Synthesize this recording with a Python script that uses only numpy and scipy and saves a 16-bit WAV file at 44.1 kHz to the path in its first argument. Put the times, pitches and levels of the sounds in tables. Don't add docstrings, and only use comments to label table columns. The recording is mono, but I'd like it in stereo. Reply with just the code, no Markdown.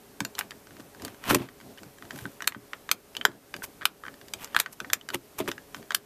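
import sys
import numpy as np
from scipy import signal
from scipy.fft import rfft, irfft, next_fast_len
from scipy.io import wavfile
from scipy.ndimage import uniform_filter1d

SR = 44100
rng = np.random.default_rng(int(sys.argv[2]) if len(sys.argv) > 2 else 0)


def store_pcm(level_fs):
    pcm = np.round(np.clip(level_fs, -1, 1) * 32767).astype(np.int16)
    wavfile.write(sys.argv[1], SR, np.atleast_2d(pcm).T)


N = 266849
TIME_S = np.arange(N) / SR
CLICK_TIME_S = TIME_S[:SR // 14]

# frequency in Hz, relative density in dB.
AIR_SPECTRUM = [(15, -64), (25, -7.5), (264, -3), (363, -4.5), (414, 1.5), (511, -8), (569, -12), (616, -5),
                (781, -8.5), (3630, -16), (10200, -15.5), (14000, -12.5)]
# frequency in Hz, level in dB.
HUM_TONES = [(280, -70.5), (411, -65), (565, -65.5), (662, -89.5), (770, -73)]
# frequency in Hz, left-right correlation.
STEREO_CORRELATION = [(60, 0.95), (300, 0.9), (640, 0.74), (1400, 0.58), (3100, 0.16), (7000, 0)]
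# frequency in Hz, relative density in dB.
RUMBLE_SPECTRUM = [(15, -39.5), (30, -26), (60, -16), (90, -3.5), (130, -2.5), (270, 2), (420, -6),
                   (700, -7), (1500, -32), (4000, -23)]
# peak time in seconds, relative rumble level in dB.
GRIP_MOVES = [(0.73, -48), (0.8, -44.5), (1.04, -41), (1.289, -33), (1.412, -36.5), (1.66, -45),
              (1.829, -47.5), (2.052, -47), (2.191, -46), (3.301, -40.5), (4.08, -49), (4.42, -46.5),
              (5.45, -43), (5.769, -46.5)]
# time in seconds, level in dB, knock pitch in Hz.
CONSOLE_BUMPS = [(0.207, -34.5, 250), (0.249, -48, 240), (1.051, -50, 276), (1.308, -23.5, 274),
                 (1.331, -23, 338), (1.352, -21, 334), (1.4, -31.5, 250), (1.652, -59, 129),
                 (1.857, -51.5, 85), (2.145, -47, 250), (2.215, -43.5, 85), (2.249, -40.5, 264),
                 (2.558, -42.5, 222), (3.252, -41, 560), (3.283, -38, 313), (3.549, -48.5, 288),
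                 (4.814, -47, 318), (5.145, -34, 337), (5.401, -29, 412), (5.481, -33.5, 400)]
# low edge in Hz, high edge in Hz.
BUMP_BANDS_HZ = [(60, 200), (200, 800)]
# peak time in seconds, length in seconds, level in dB,
# treble tilt in dB.
RUB_STROKES = [(0.395, 0.033, -37, -2.5), (0.757, 0.067, -59, 0), (1.052, 0.11, -49.5, -3),
               (1.266, 0.051, -35.5, -6), (1.305, 0.029, -19.5, -1), (1.35, 0.014, -20, -3),
               (1.411, 0.063, -40.5, -6.5), (2.175, 0.14, -48.5, 4), (3.64, 0.014, -36.5, 8.5),
               (4.419, 0.047, -40.5, -1), (4.576, 0.057, -36.5, -6), (4.728, 0.011, -48, 13),
               (5.145, 0.014, -26.5, -2), (5.392, 0.013, -35.5, 7), (5.404, 0.018, -34, -14),
               (5.486, 0.017, -29.5, -3.5), (5.756, 0.078, -56.5, 5)]
# frequency in Hz, relative level in dB, T60 in seconds.
CONSOLE_RESONANCES = [(79, -1, 0.1), (127.9, 9, 0.17), (173.5, 3.5, 0.069), (209.7, 0, 0.085),
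                      (274.5, -5, 0.16), (349.4, -5, 0.11), (421.5, -5.5, 0.065), (580, -1.5, 0.087),
                      (662, -8.5, 0.042)]
LINKAGE_RESONANCES = [(1024, -12, 0.0098), (1260, -2.5, 0.01), (1562, -4, 0.02), (1823, -2, 0.0093),
                      (2170, -7.5, 0.0062), (2995, -8, 0.02), (4244, -22.5, 0.03), (4770, -12, 0.018),
                      (6000, -14.5, 0.011), (7450, -3, 0.0082), (13100, -21, 0.028)]
KNOB_RESONANCES = [(1000, -17, 0.0088), (1424, 19.5, 0.0064), (1650, 5.5, 0.0058), (1700, 7.5, 0.0036),
                   (2410, -19, 0.0022), (3080, -3.5, 0.0073), (4266, 1, 0.0075), (4920, 2, 0.0077),
                   (5850, -4, 0.0086), (7300, -10.5, 0.0055), (12370, -8, 0.004), (12580, -12, 0.0064),
                   (13600, -9.5, 0.0052)]
# low edge in Hz, high edge in Hz.
CLICK_BANDS_HZ = [(800, 2400), (2400, 3600), (3600, 6500), (6500, 15500)]
CLICK_PAN_DB = [.3, 1.6, 2.4, 3.399]
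CLICK_HARDNESS_SHARE = [0, 0.3, 0.7, 1]
# start in seconds, gap between touches in seconds, level in dB.
LINKAGE_RATTLES = [(3.811, 0.007, -40.5), (4.033, 0.016, -40.5)]
# start in seconds, level in dB, hardness in dB,
# main ring in Hz.
BUTTON_TICKS = [(0.204, -27, 13.5, 1380), (0.2493, -29.5, 17.5, 1720), (0.3509, -40.5, -3, 4030),
                (0.383, -36.5, 9, 1280), (0.4096, -30, -14, 2230), (0.5076, -40.5, 12, 2120),
                (0.517, -43.5, -4, 1320), (0.7074, -51, 4, 1000), (0.9473, -49.5, 6, 1010),
                (1.0203, -43.5, 20, 1570), (1.0487, -34.5, 30, 1570), (1.0801, -43, 11, 1200),
                (1.239, -40, 3, 1920), (1.2998, -24.5, 11, 1290), (1.487, -44.5, 2, 1110),
                (1.782, -48, -13, 3140), (1.832, -47.5, 17, 1400), (2.0232, -43.5, -1, 1360),
                (2.1071, -36.5, 3, 1670), (2.188, -42, 4, 1550), (2.254, -34, -21, 1510),
                (2.405, -37, -7, 1550), (2.4215, -34, 9, 1630), (2.4424, -41, 4, 1570),
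                (2.5216, -38.5, -7, 1910), (2.547, -36.5, -12, 1200), (2.7326, -33, -9, 1900),
                (2.8907, -32.5, 0, 1640), (3.1503, -40.5, 1, 2500), (3.1666, -30.5, 5, 3140),
                (3.2116, -31.5, -22, 2900), (3.54, -33, -2, 1980), (3.564, -42.5, 20, 1580),
                (3.6208, -38, -22, 1530), (3.641, -42.5, -17, 2300), (4.2126, -49, 6, 1840),
                (4.283, -48, 20, 1890), (4.3362, -30, 18, 2350), (4.4444, -36.5, 26, 1600),
                (4.5464, -27, -2, 1520), (4.589, -29.5, 17, 1570), (4.6606, -28.5, -2, 1110),
                (4.8019, -31, 7, 1540), (4.8459, -39.5, -10, 1580), (4.9002, -35, 1, 1630),
                (5.0109, -43, -2, 3000), (5.088, -32, 12, 1570), (5.102, -34.5, 7, 1550),
                (5.477, -31.5, 6, 1360), (5.5147, -32, 9.5, 1820), (5.5792, -40.5, -5, 1590),
                (5.7451, -36, 4.5, 1710), (5.906, -28, 1, 1430), (5.919, -32.5, 8, 1560)]
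# start in seconds, landing delay in seconds, relative level
# in dB, hardness in dB, main ring in Hz, gain of that ring, relative housing level in dB.
BUTTON_SNAPS = [(0.3898, 0.00048, -26, 16, 1280, 0.62, -55), (1.3077, 0.00027, -21.5, -15, 1380, 0.1, -28),
                (1.346, 0.0011, -17.5, 12, 5260, 0.11, -31), (2.4732, 0.0025, -19, 8.5, 1680, 0.35, -44.5),
                (2.9138, 0.0009, -18, 5.5, 3840, 0.67, -42), (3.2513, 0.00043, -14, -5.5, 1440, 0.27, -29),
                (3.8538, 0.00083, -18, 0.5, 2610, 1.24, -45.5), (4.564, 0.00045, -16, -8, 1670, 1.7, -64),
                (4.599, 0.002, -15.5, 13.5, 1640, 0.5, -38), (4.9317, 0.0015, -18, 10.5, 1640, 0.34, -43),
                (5.9462, 0.0018, -18, 7.5, 4130, 0.4, -46)]


def from_db(db):
    return 10 ** (np.asarray(db) / 20)


def unit_rms(x):
    return x / np.sqrt(np.mean(x ** 2) + 1e-20)


def with_energy(x, db, span_s):
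    return x * from_db(db) * np.sqrt(span_s * SR / np.mean(np.sum(x ** 2, axis=-1)))


def pan(left_over_right_db):
    return from_db(np.array([[left_over_right_db], [-left_over_right_db]]) / 2)


def band(x, edges_hz):
    return signal.sosfilt(signal.butter(3, edges_hz, "band", fs=SR, output="sos"), x)


def fade(t, t60_s):
    return np.exp(-np.log(1000) * t / t60_s)


def swell(peak_s, rise_s, fall_s):
    distance = np.maximum((peak_s - TIME_S) / rise_s, (TIME_S - peak_s) / fall_s)
    return np.exp(-np.minimum(distance, 20))


def at_hz(curve, hz):
    curve_hz, values = np.array(curve).T
    return np.interp(np.log(hz), np.log(curve_hz), values)


def add(track, start_s, sound):
    start = int(start_s * SR)
    track[:, start:start + sound.shape[-1]] += sound[..., :N - start]


def drift(rate_hz):
    return unit_rms(np.interp(TIME_S * rate_hz, np.arange(N), rng.standard_normal(N)))


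def coloured_noise(spectrum):
    size = next_fast_len(N)
    hz = np.maximum(np.fft.rfftfreq(size, 1 / SR), 1)
    mid, side = rfft(rng.standard_normal((2, size)))
    correlation = np.clip(at_hz(STEREO_CORRELATION, hz), 0, 1)
    stereo = np.sqrt(1 + correlation) * mid + np.sqrt(1 - correlation) * side * [[1], [-1]]
    rolloff_hz = 2 * spectrum[-1][0]
    gain = from_db(at_hz(spectrum, hz)) / (1 + (hz / rolloff_hz) ** 2)
    return unit_rms(irfft(stereo * gain, size)[:, :N])


def background(air_db=-52.0, waver_db=2.5):
    hum = np.zeros(N)
    for hz, db in HUM_TONES:
        amplitude = np.sqrt(2) * from_db(db + waver_db * drift(8.0))
        hum += amplitude * np.sin(2 * np.pi * hz * TIME_S + 1.5 * drift(17))
    return from_db(air_db) * coloured_noise(AIR_SPECTRUM) + hum


def cabin(x, early_db=-10.5, early_t60_s=0.072, late_db=-12.0, late_t60_s=0.2, late_cutoff_hz=1700):
    t = np.arange(SR // 3) / SR
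    mid, side = rng.standard_normal((2, 2, len(t))) * (1 - np.exp(-(t / 0.0025) ** 2))
    side = signal.sosfilt(signal.butter(1, 2200, "high", fs=SR, output="sos"), side)
    early, late = np.stack([mid + side, mid - side], axis=1)
    early = with_energy(early * fade(t, early_t60_s), early_db, 1 / SR)
    late = with_energy(late * fade(t, late_t60_s), late_db, 1 / SR)
    late = signal.sosfilt(signal.butter(2, late_cutoff_hz, fs=SR, output="sos"), late)
    return x + signal.fftconvolve(x, early + late, axes=1)[:, :N]


def handling(gain_db=0.5, lumps_db=3.5, lump_rate_hz=35, rest_db=-67.0, push_db=-45.5, push_slope=0.22,
             rise_s=0.023, fall_s=0.048):
    clicks = [(start_s, db) for start_s, _, db, *_ in BUTTON_SNAPS + LINKAGE_RATTLES]
    clicks += [(start_s, db) for start_s, db, *_ in BUTTON_TICKS]
    pushes = [(start_s + rise_s, push_db + push_slope * db) for start_s, db in clicks]
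    effort = from_db(rest_db)
    for peak_s, db in GRIP_MOVES + pushes:
        effort = np.maximum(effort, from_db(db) * swell(peak_s, rise_s, fall_s))
    lumps = from_db(gain_db + lumps_db * drift(lump_rate_hz))
    return effort * lumps * coloured_noise(RUMBLE_SPECTRUM)


def bumps(rise_s=0.00233, crossover_hz=160, lean_db_per_octave=10.5, knock_db_per_octave=-13.0):
    out = np.zeros((2, N))
    t = np.arange(SR // 4) / SR
    hz, db, t60_s = np.array(CONSOLE_RESONANCES).T[:, :, None]
    onset = 1 - np.exp(-t / rise_s)
    for time_s, level_db, knock_hz in CONSOLE_BUMPS:
        strength, detune, start_cycles = rng.standard_normal((3, len(hz), 1))
        phase = 2 * np.pi * (hz * (1 + 0.044 * detune) * t + start_cycles)
        mic_phase = 0.16 * rng.standard_normal((2, len(hz), 1))
        modes = from_db(db + 2 * strength) * fade(t, t60_s) * np.sin(phase + mic_phase) * onset
        knock_weights = from_db(knock_db_per_octave * np.abs(np.log2(hz / knock_hz)))
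        boom = band(modes.sum(axis=1), BUMP_BANDS_HZ[0])
        knock = band((modes * knock_weights).sum(axis=1), BUMP_BANDS_HZ[1])
        lean_db = lean_db_per_octave * np.log2(knock_hz / crossover_hz)
        boom = with_energy(boom, level_db - max(lean_db, 0), span_s=0.038)
        knock = with_energy(knock, level_db + min(lean_db, 0), span_s=0.035)
        add(out, time_s - rise_s, boom + knock)
    return out


def rubs(grain_db=3.5, grain_rate_hz=700, rise_share=0.37):
    _, _, db, tilt_db = np.array(RUB_STROKES).T
    strokes = np.array([swell(peak_s, rise_share * length_s, (1 - rise_share) * length_s)
                        for peak_s, length_s, *_ in RUB_STROKES])
    scuff = coloured_noise([(300, -4), (650, -1.5), (1000, 7), (1600, 1.0), (3000, 2.5), (5000, -11),
                            (14000, -35)])
    hiss = coloured_noise([(1200, -27), (3000, -12), (5500, -3), (9000, -2.0), (14000, 2)])
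    friction = scuff * (from_db(db) @ strokes) + hiss * (from_db(db + tilt_db) @ strokes)
    slips = np.minimum(drift(grain_rate_hz), 2)
    return friction * from_db(grain_db * slips) * pan(1.4)


def contact(modes, dense_db, dense_t60_s, grip_detune, rise_s, spread_db=4.5):
    t = CLICK_TIME_S
    hz, db, t60_s = np.array(modes).T[:, :, None]
    strength, detune, skew = rng.standard_normal((3, len(hz), 1))
    phase = 2 * np.pi * hz * (1 + grip_detune * detune) * t + np.pi * rng.integers(0, 2, hz.shape)
    amplitude = from_db(db + spread_db * strength) * fade(t, t60_s)
    mic_phase = skew * hz / 8000
    ring = np.array([np.sum(amplitude * np.sin(phase + sign * mic_phase), axis=0) for sign in (1, -1)])
    mid, side = rng.standard_normal((2, len(t)))
    dense = mid + 0.46 * np.diff(side, prepend=0) * np.array([[1], [-1]])
    return (ring + from_db(dense_db) * dense * fade(t, dense_t60_s)) * (1 - np.exp(-t / rise_s))


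def contact_tone(ring, db, hardness_db, ring_hz, ring_gain, db_per_octave, relative_bandwidth=0.13):
    centres_hz = np.sqrt(np.prod(CLICK_BANDS_HZ, axis=1))
    octaves_away = np.abs(np.log2(centres_hz / ring_hz))
    levels_db = hardness_db * np.array(CLICK_HARDNESS_SHARE) + db_per_octave * octaves_away
    click = sum(with_energy(band(ring, edges_hz), band_db, span_s=1) * pan(pan_db)
                for edges_hz, band_db, pan_db in zip(CLICK_BANDS_HZ, levels_db, CLICK_PAN_DB))
    main_ring = signal.lfilter(*signal.iirpeak(ring_hz, 1 / relative_bandwidth, fs=SR), click)
    return with_energy(click + ring_gain * main_ring, db, span_s=0.01)


def housing(db, thud_t60_s, thud_db=-4.5, knock_hz=950, knock_t60_s=0.02):
    t = CLICK_TIME_S
    knock = np.sin(2 * np.pi * knock_hz * t) * fade(t, knock_t60_s)
    noise = unit_rms(band(rng.standard_normal(len(t)), (300, 1100)))
    thud = from_db(thud_db) * noise * fade(t, thud_t60_s)
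    return with_energy(knock + thud, db, span_s=0.01)


def stray_touches(count=2, scatter_s=0.05, level_db=-51.0, hardness_db=11.0, ring_hz=1050):
    return [(peak_s + scatter_s * jitter, level_db + 0.5 * strength,
             hardness_db, ring_hz * 2 ** (0.17 * detune))
            for peak_s, _ in GRIP_MOVES
            for jitter, strength, detune in rng.standard_normal((count, 3))]


def rattle_touches(count=4, hardness_db=-9.5, ring_hz=1650):
    return [(start_s + gap_s * (k + 0.13 * jitter), db + 2.0 * strength,
             hardness_db, ring_hz * 2 ** (0.23 * detune))
            for start_s, gap_s, db in LINKAGE_RATTLES
            for k, (jitter, strength, detune) in enumerate(rng.standard_normal((count, 3)))]


def ticks(housing_gain_db=-15.0):
    out = np.zeros((2, N))
    for start_s, db, hardness_db, ring_hz in BUTTON_TICKS + rattle_touches() + stray_touches():
        ring = contact(LINKAGE_RESONANCES, dense_db=0.0, dense_t60_s=0.013,
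                       grip_detune=0.047, rise_s=0.00024)
        ring_gain = 0.42 * (ring_hz / 1500) ** 2
        click = contact_tone(ring, db, hardness_db, ring_hz, ring_gain, db_per_octave=-7.0)
        add(out, start_s, click + housing(db + housing_gain_db, thud_t60_s=0.092))
    return out


def snaps(gain_db=1.5, touch_db=-8.0, housing_gain_db=4.0):
    out = np.zeros((2, N))
    for start_s, delay_s, db, hardness_db, ring_hz, ring_gain, housing_db in BUTTON_SNAPS:
        touch = contact(KNOB_RESONANCES, dense_db=0.0, dense_t60_s=0.017,
                        grip_detune=0.0092, rise_s=0.000095)
        landing = contact(KNOB_RESONANCES, dense_db=-8.5, dense_t60_s=0.02,
                          grip_detune=0.022, rise_s=0.000069)
        landing = np.pad(landing, ((0, 0), (int(delay_s * SR), 0)))[:, :len(CLICK_TIME_S)]
        ring = from_db(touch_db) * touch + landing
        click = contact_tone(ring, db, hardness_db, ring_hz, ring_gain, db_per_octave=-1.0)
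        add(out, start_s, click + housing(housing_db + housing_gain_db, thud_t60_s=0.047))
    return from_db(gain_db) * out


def scene():
    return cabin(snaps() + ticks()) + rubs() + bumps() + handling() + background()


def gain_control(x, threshold_db=-26.5, slope=0.32, release_db_per_s=82.0, attack_s=0.022):
    power = uniform_filter1d(np.mean(x ** 2, axis=0), SR // 500)
    level_db = 10 * np.log10(np.maximum(power, 1e-12))
    over_db = np.maximum(level_db - threshold_db, 0)
    release_db = release_db_per_s * TIME_S
    held_db = np.maximum.accumulate(over_db + release_db) - release_db
    pole = np.exp(-1 / (attack_s * SR))
    return x * from_db(-slope * signal.lfilter([1 - pole], [1, -pole], held_db))


def record(dry):
    ceiling, cutoff_hz = 0.85, 14400
    clipped = np.clip(gain_control(dry), -ceiling, ceiling)
    return signal.sosfilt(signal.ellip(10, 0.3, 70, cutoff_hz, fs=SR, output="sos"), clipped)


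dry = scene()
out = record(dry)
store_pcm(out)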